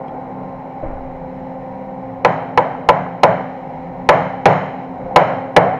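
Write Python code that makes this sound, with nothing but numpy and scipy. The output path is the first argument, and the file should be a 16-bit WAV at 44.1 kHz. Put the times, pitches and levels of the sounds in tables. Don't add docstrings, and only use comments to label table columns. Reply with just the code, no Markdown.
import sys
import numpy as np
from scipy import signal
from scipy.fft import rfft, irfft, next_fast_len
from scipy.io import wavfile
from scipy.ndimage import uniform_filter1d

SR = 44100
rng = np.random.default_rng(int(sys.argv[2]) if len(sys.argv) > 2 else 0)


def volts(x):
    e = np.asarray(x, float) / 20
    return 10 ** e


def int16_out(signal):
    q = np.round(np.clip(np.atleast_2d(signal).T, -1, 1) * 32767)
    wavfile.write(sys.argv[1], SR, q.astype(np.int16))


N = 255339


def level(x, db):
    return x * volts(db) / np.sqrt(np.mean(x ** 2))


def shape(f, spectrum):
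    hz, db = np.transpose(spectrum)
    return volts(np.interp(np.log(np.maximum(f, 1)), np.log(hz), db))


def colour(x, spectrum):
    n = next_fast_len(len(x), True)
    f = np.arange(n // 2 + 1) * SR / n
    return irfft(rfft(x, n) * shape(f, spectrum), n)[:len(x)]


def coloured_noise(count, spectrum):
    return colour(rng.standard_normal(count), spectrum)


def walk(rate):
    hold = int(SR / rate)
    steps = np.repeat(rng.standard_normal(N // hold + 1), hold)
    return 1.289 * uniform_filter1d(uniform_filter1d(steps, hold), hold)[:N]


def sine(hz):
    return np.sqrt(2) * np.sin(2 * np.pi * np.cumsum(hz) / SR)


def modes(table, t, spot, cycles):
    hz, db, t60 = np.transpose(table)[:, :, None]
    db_chance, hz_chance = rng.standard_normal((2, len(table), 1))
    gain = volts(db + 1.2 * db_chance - 60 * t / t60) * shape(hz, spot)
    swell = (1 - np.exp(-t * hz / cycles)) ** 2
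    tones = np.sin(2 * np.pi * hz * (1 + 0.00502 * hz_chance) * t)
    return np.sum(gain * swell * tones, axis=0)


def bursts(times, dbs, t60s, rise_s):
    clock = np.arange(0, N / SR, .002)
    t = clock - np.array(times)[:, None]
    fall_db = 60 * np.maximum(t, 0) / np.reshape(t60s, (-1, 1))
    rise_db = 20 * np.minimum(t, 0) / rise_s
    db = np.array(dbs)[:, None] - fall_db + rise_db
    return np.interp(np.arange(N) / SR, clock, np.sqrt(np.sum(volts(2 * db), axis=0)))


def add(out, s, x):
    i = int(s * SR)
    out[i:i + len(x)] += x[:N - i]


# time in seconds, strength of the second mesh multiple there in dB,
# nearness to the lathe in dB, treble let past the arm in dB.
HEAD_PLACES = [(0, -10, 2, -1), (.35, -4, 1, 0), (.7, -10.5, 0, -1), (1.1, -3, -2, 0), (1.3, 7.5, -1.5, 0),
               (2.05, 8, -1.5, -.5), (2.5, 0, 0.5, -0.5), (2.9, -7.5, 1, -2.5), (3.6, 1, 0, 3),
               (4.1, 1, -1.5, 0.5), (4.8, -7, 1.5, 2), (5.1, 9, 2.5, 1), (5.79, 1.5, 3, 0.5)]


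def head_path():
    s, *columns = np.transpose(HEAD_PLACES)
    return [np.interp(np.arange(N) / SR, s, column) for column in columns]


# frequency in Hz, level in dB per Hz.
BEARING_BODY = [(24, -42.5), (40, -40.5), (75, -25.5), (151, -0.5), (209, -10), (259, -4.5), (312, -9.5),
                (451, -8.5), (519, -0.5), (587, -7.5), (837, -1.5), (1120, -19), (1600, -24.5),
                (2080, -60.5), (3520, -120)]
BEARING_TREBLE = [(940, -27), (1600, -10.5), (1710, -1), (1810, 4), (2280, 1.5), (2510, -8.5), (3010, -12),
                  (3280, -17.5), (3610, -22), (3990, -14), (4540, -29), (5340, -25.5), (6050, -34.5),
                  (6940, -32), (7600, -38.5), (9880, -72), (16700, -120)]


def bearings():
    _, near_db, clear_db = head_path()
    body_db = -33 + near_db + 0.66 * walk(17)
    treble_db = -51.5 + clear_db + .6 * walk(25)
    body = level(coloured_noise(N, BEARING_BODY), 0.87) * volts(body_db)
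    treble = level(coloured_noise(N, BEARING_TREBLE), -0.74) * volts(treble_db)
    return body + treble


MESH_LEVELS = [-35.8, -42.5, -39.5]
MESH_STANDING = [0.09, 0.995, -.25]
# frequency in Hz, level in dB, pitch wander in Hz.
GEAR_PAIRS = [(125, -48.5, 6), (171.9, -46.5, 6.16), (186.75, -40.5, 5.11), (546.6, -44.5, 4.232),
              (592.5, -53, 5), (733.3, -46.5, 12), (844.2, -49.5, 4.5), (955, -51.5, 3), (1047.4, -52, 3)]


def gears():
    standing_db = head_path()[0]
    mesh_hz = 261.15 + 0.898 * walk(4)
    out = np.zeros(N)
    for k, (db, share) in enumerate(zip(MESH_LEVELS, MESH_STANDING)):
        out += volts(db + share * standing_db + 1.7 * walk(7)) * sine((k + 1) * mesh_hz)
    for hz, db, wander_hz in GEAR_PAIRS:
        out += volts(db + 3.8 * walk(6)) * sine(hz + wander_hz * walk(9))
    return out


# time in seconds, level in dB, seconds to die by 60 dB.
HEAD_SWAYS = [(.1, -52, 1.5), (.46, -47, 1.5), (.86, -32, 2.2), (1.4, -48, 2), (1.73, -43.5, .5),
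              (1.87, -46.5, .5), (2.03, -46, 0.7), (2.2, -44.5, 0.05), (2.7, -49.5, 2), (3.35, -51.5, 1),
              (3.76, -43.5, 2), (3.98, -46, 2), (4.92, -47, 1.5), (5.04, -39, .6), (5.7, -50, 0.5)]


def buffeting():
    rumble = coloured_noise(N, [(10, -16), (18, 0.5), (35, 6.5), (60, 3.0), (120, -2.0),
                                (300, -62.5), (1000, -130)])
    still_db = -54.5
    return level(rumble, 0) * np.hypot(bursts(*zip(*HEAD_SWAYS), rise_s=.05), volts(still_db))


# time in seconds, level in dB.
RUSTLE_PULSES = [
    (.835, -27),
    (.905, -30),
    (.97, -34),
    (1.04, -39.5),
]


def rustle():
    rub = coloured_noise(N, [(60, -17.5), (120, -1.0), (350, -7.5), (620, 1.5), (1000, -10), (2200, -25),
                             (3000, -42), (6000, -110), (12000, -140)])
    return level(rub, 0) * bursts(*zip(*RUSTLE_PULSES), t60s=.35, rise_s=.015) * volts(1.3 * walk(40))


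# frequency in Hz, level in dB per Hz.
STEEL_CRACK = [(500, -27), (1200, 3), (2200, 5), (2700, -2.5), (4200, -16), (4700, -22), (5500, -27),
               (7000, -29), (8000, -41), (12000, -68.5)]
# frequency in Hz, level in dB, seconds to die by 60 dB.
MOUNT_MODES = [(16.6, -23, 1.1), (33, -27, .7), (610, -18, .2), (545, -19, .18), (480, -24, .14),
               (830, -23, .1), (320, -25, .3), (120, -26, .3)]
# frequency in Hz, level in dB, seconds to die by 60 dB.
CHIP_MODES = [(1600, -48.5, .02), (2080, -49.5, .02), (2870, -51, .03), (3240, -48, 0.057),
              (4020, -62, .02), (5200, -66.5, .02)]


def bump_and_tick():
    out, t = np.zeros(N), np.arange(2 ** 15) / SR
    evenly = [(10, 0), (9000, 0)]
    bump = modes(MOUNT_MODES, t, evenly, cycles=.1) * (1 - np.exp(-t / .008))
    scrape = level(coloured_noise(len(t), STEEL_CRACK), -44) * volts(-60 * t / .04)
    add(out, .824, bump)
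    add(out, .081, modes(CHIP_MODES, t, evenly, cycles=1.5) + scrape)
    return out


# frequency in Hz, level in dB per Hz.
ROOM_COLOUR = [(47, -44.5), (80, -26.5), (108, -9), (183, -5.5), (202, -7.5), (229, -30), (253, -14),
               (367, -13.5), (554, 1), (780, -0.5), (1210, -12.5), (2170, -18), (2400, -25), (3120, -53),
               (5280, -120)]
# frequency in Hz, level in dB per Hz.
HOUSING_RIPPLE = [(2300, -60), (2600, -34), (3100, -29.5), (3350, -45.5), (4100, -40.5), (4700, -56.5),
                  (5350, -50.5), (6050, -61), (6700, -53.5), (7400, -67.5), (8000, -78), (8500, -71.5),
                  (9000, -67), (9600, -84.5), (12000, -120)]
# frequency in Hz, seconds to die by 60 dB.
ROOM_DECAY = [(100, 1), (300, 0.6), (700, 0.6064), (1500, 0.706), (3000, 0.855), (7000, 0.675)]


def reverb(t, treble_db):
    f = np.arange(len(t) // 2 + 1) * SR / len(t)
    gain = np.hypot(shape(f, ROOM_COLOUR), shape(f, HOUSING_RIPPLE))
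    noise = irfft(rfft(rng.standard_normal(len(t))) * gain, len(t))
    spectrum = rfft(level(noise, 0))
    decay_hz, decay_s = np.transpose(ROOM_DECAY)
    out = np.zeros(len(t))
    for hz in 70 * 2 ** np.arange(0, 7.6, .5):
        octaves_away = np.log2(np.maximum(f, 1) / hz)
        share = np.cos(np.pi * np.clip(octaves_away, -.5, .5)) ** 2
        t60 = np.interp(np.log(hz), np.log(decay_hz), decay_s)
        tilt_db = treble_db * max(np.log2(hz / 700), 0) / 3
        out += irfft(spectrum * share, len(t)) * volts(tilt_db - 60 * t / t60)
    return out * (1 - np.exp(-t / 0.011))


# delay in seconds, level in dB.
WALL_ECHOES = [
    (.039, -23.5),
    (.073, -29),
    (.175, -21),
]


def add_echoes(out, s, thud, t):
    wall = signal.butter(2, 1300, fs=SR, output="sos")
    for delay, db in WALL_ECHOES:
        add(out, s + delay, signal.sosfilt(wall, thud * volts(db - 60 * t / .08)))


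def seat(t):
    from_hz, to_hz, climb_s = 530, 830, .12
    hz = to_hz - (to_hz - from_hz) * np.exp(-t / climb_s)
    ring = np.sin(2 * np.pi * np.cumsum(hz) / SR)
    return ring * (1 - np.exp(-t / .05)) * volts(2.2 * walk(30)[:len(t)] - 60 * t / 1.1)


def crack(t, db):
    push = (1 - np.exp(-t / 0.00061)) ** 2
    return level(coloured_noise(len(t), STEEL_CRACK), db) * push * volts(-60 * t / 0.0495)


# frequency in Hz, level in dB,
# share of the bulge (dB per dB), share of the rim (dB per dB).
STRUCK_SPOT = [(60, -4, .4, -.4), (302, -3, -0.055, 0.013), (448, -8, .5, -.3), (499.54, 0, -0.0065, 0.094),
               (595, -.5, 1.1, 0.095), (791.7, -1, .9, -0.105), (891.6, 1, -0.28, 0.87),
               (1017, 0, 0.187, 1.2), (1400, -4, 0.036, -0.0015)]
# frequency in Hz, level in dB, seconds to die by 60 dB.
SHELL_THUD = [(40, -29.5, .06), (163.14, -9.5, 0.18), (336.94, -13.5, 0.18), (445.7, 0, 0.076),
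              (496.33, 3, 0.086), (585.15, 1.5, 0.0826), (713.1, -7.5, 0.04), (776.1, -2, 0.066),
              (808.05, -0.5, 0.081), (867.13, 3.5, 0.0647), (918.2, -3, 0.0905), (1002.8, -0.5, 0.0693),
              (1121.3, -8, 0.056), (1322.7, 1.5, 0.0399), (1445, -7.5, 0.063), (1708.4, 1.5, 0.0328),
              (1965.3, -1, 0.0302), (2222, -5.5, .04), (3049, -12, 0.023), (3694, -21.5, 0.016),
              (4086, -14.5, 0.028), (5973, -26.5, 0.014), (6640, -39.5, .02)]
# frequency in Hz, level in dB, seconds to die by 60 dB.
MACHINE_RING = [(120.78, -15, 0.55), (150.73, -6.5, 0.704), (168.82, -7.5, 0.66), (184.6, -12.5, 0.92),
                (414.8, -6.5, 0.33), (542.7, -3.5, 0.402), (600.8, -4.5, .4), (642, -5.5, 0.24),
                (714.7, -9.5, .4), (761.7, -12, 1), (800.3, -9, 0.42), (838.2, -7.5, 0.4),
                (998.2, -7.5, .41), (1147, -19.5, .4)]
# time in seconds, strength in dB, hardness in dB, weight on the bulge in dB,
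# weight on the rim in dB.
HAMMER_BLOWS = [
    (2.2476, 4, 0, -8, -1.5),
    (2.575, 2.5, -0.5, -7.5, 3),
    (2.888, 4.5, -2, -2, 3),
    (3.233, 6, -1.5, 3.5, -.5),
    (4.089, 7, 1.5, -3.5, -3),
    (4.456, 6.5, 3.5, -1, -10),
    (5.16, 7, 1, 2, 0),
    (5.564, 9, -4.5, 1, -8),
]


def hammer():
    out, t = np.zeros(N), np.arange(2 ** 15) / SR
    short = t[:2 ** 13]
    for s, peak_db, hard_db, bulge_db, rim_db in HAMMER_BLOWS:
        spot = [(hz, db + bulge * bulge_db + rim * rim_db) for hz, db, bulge, rim in STRUCK_SPOT]
        thud = modes(SHELL_THUD, short, spot, cycles=0.73) * volts(0.8825 * peak_db - 4.5)
        ring_db = .6 * peak_db + .6 * hard_db - 15.0
        room_db = 1.209 * peak_db + .3 * hard_db - 16.5
        seat_db = 1.209 * peak_db - .2 * rim_db - 27
        add(out, s, crack(short, peak_db + hard_db - 13.8) + thud)
        add(out, s, modes(MACHINE_RING, t, spot, cycles=2.2) * volts(ring_db))
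        add(out, s, reverb(t, hard_db) * volts(room_db))
        add(out, s, seat(t) * volts(seat_db))
        add_echoes(out, s, thud, short)
    return out


def scene():
    lathe = bearings() + gears()
    housing = buffeting() + rustle() + bump_and_tick()
    return (lathe + housing + hammer())[None]


# frequency in Hz, level in dB.
ELECTRONIC_WHINE = [
    (12796, -103),
    (12877, -105),
]


def electronics():
    hiss = level(coloured_noise(N, [(6000, -4.5), (12000, -5.5), (15700, -3)]), -76)
    return hiss + sum(volts(db) * sine(np.full(N, hz)) for hz, db in ELECTRONIC_WHINE)


def band_limit(x):
    return signal.sosfilt(signal.butter(12, 16140, fs=SR, output="sos"), x)


def record(dry):
    knee = 7.0
    clipped = .985 * dry / (1 + np.abs(dry) ** knee) ** (1 / knee)
    padded = np.r_[clipped[0], clipped[0, ::-1]]
    dull = colour(padded, [(4000, 0.5), (7000, 4), (7600, -9.5), (8050, -23.5), (8400, -11), (8800, -0.5),
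                           (10500, 13), (13000, 0.0), (15500, -13.5)])[:N]
    start = np.minimum(np.arange(N) / 44, 1)
    top_cut = signal.ellip(10, .2, 60, 15750, fs=SR, output="sos")
    converted = signal.sosfilt(top_cut, dull * start + electronics())
    from_edge = np.minimum(np.arange(N), np.arange(N)[::-1])
    fade = np.sin(np.pi / 2 * np.clip(from_edge / (.002 * SR), 0, 1)) ** 2
    finished = np.clip(converted * fade, -1, 1)[None]
    return band_limit(finished)


dry = scene()
out = record(dry)
int16_out(out)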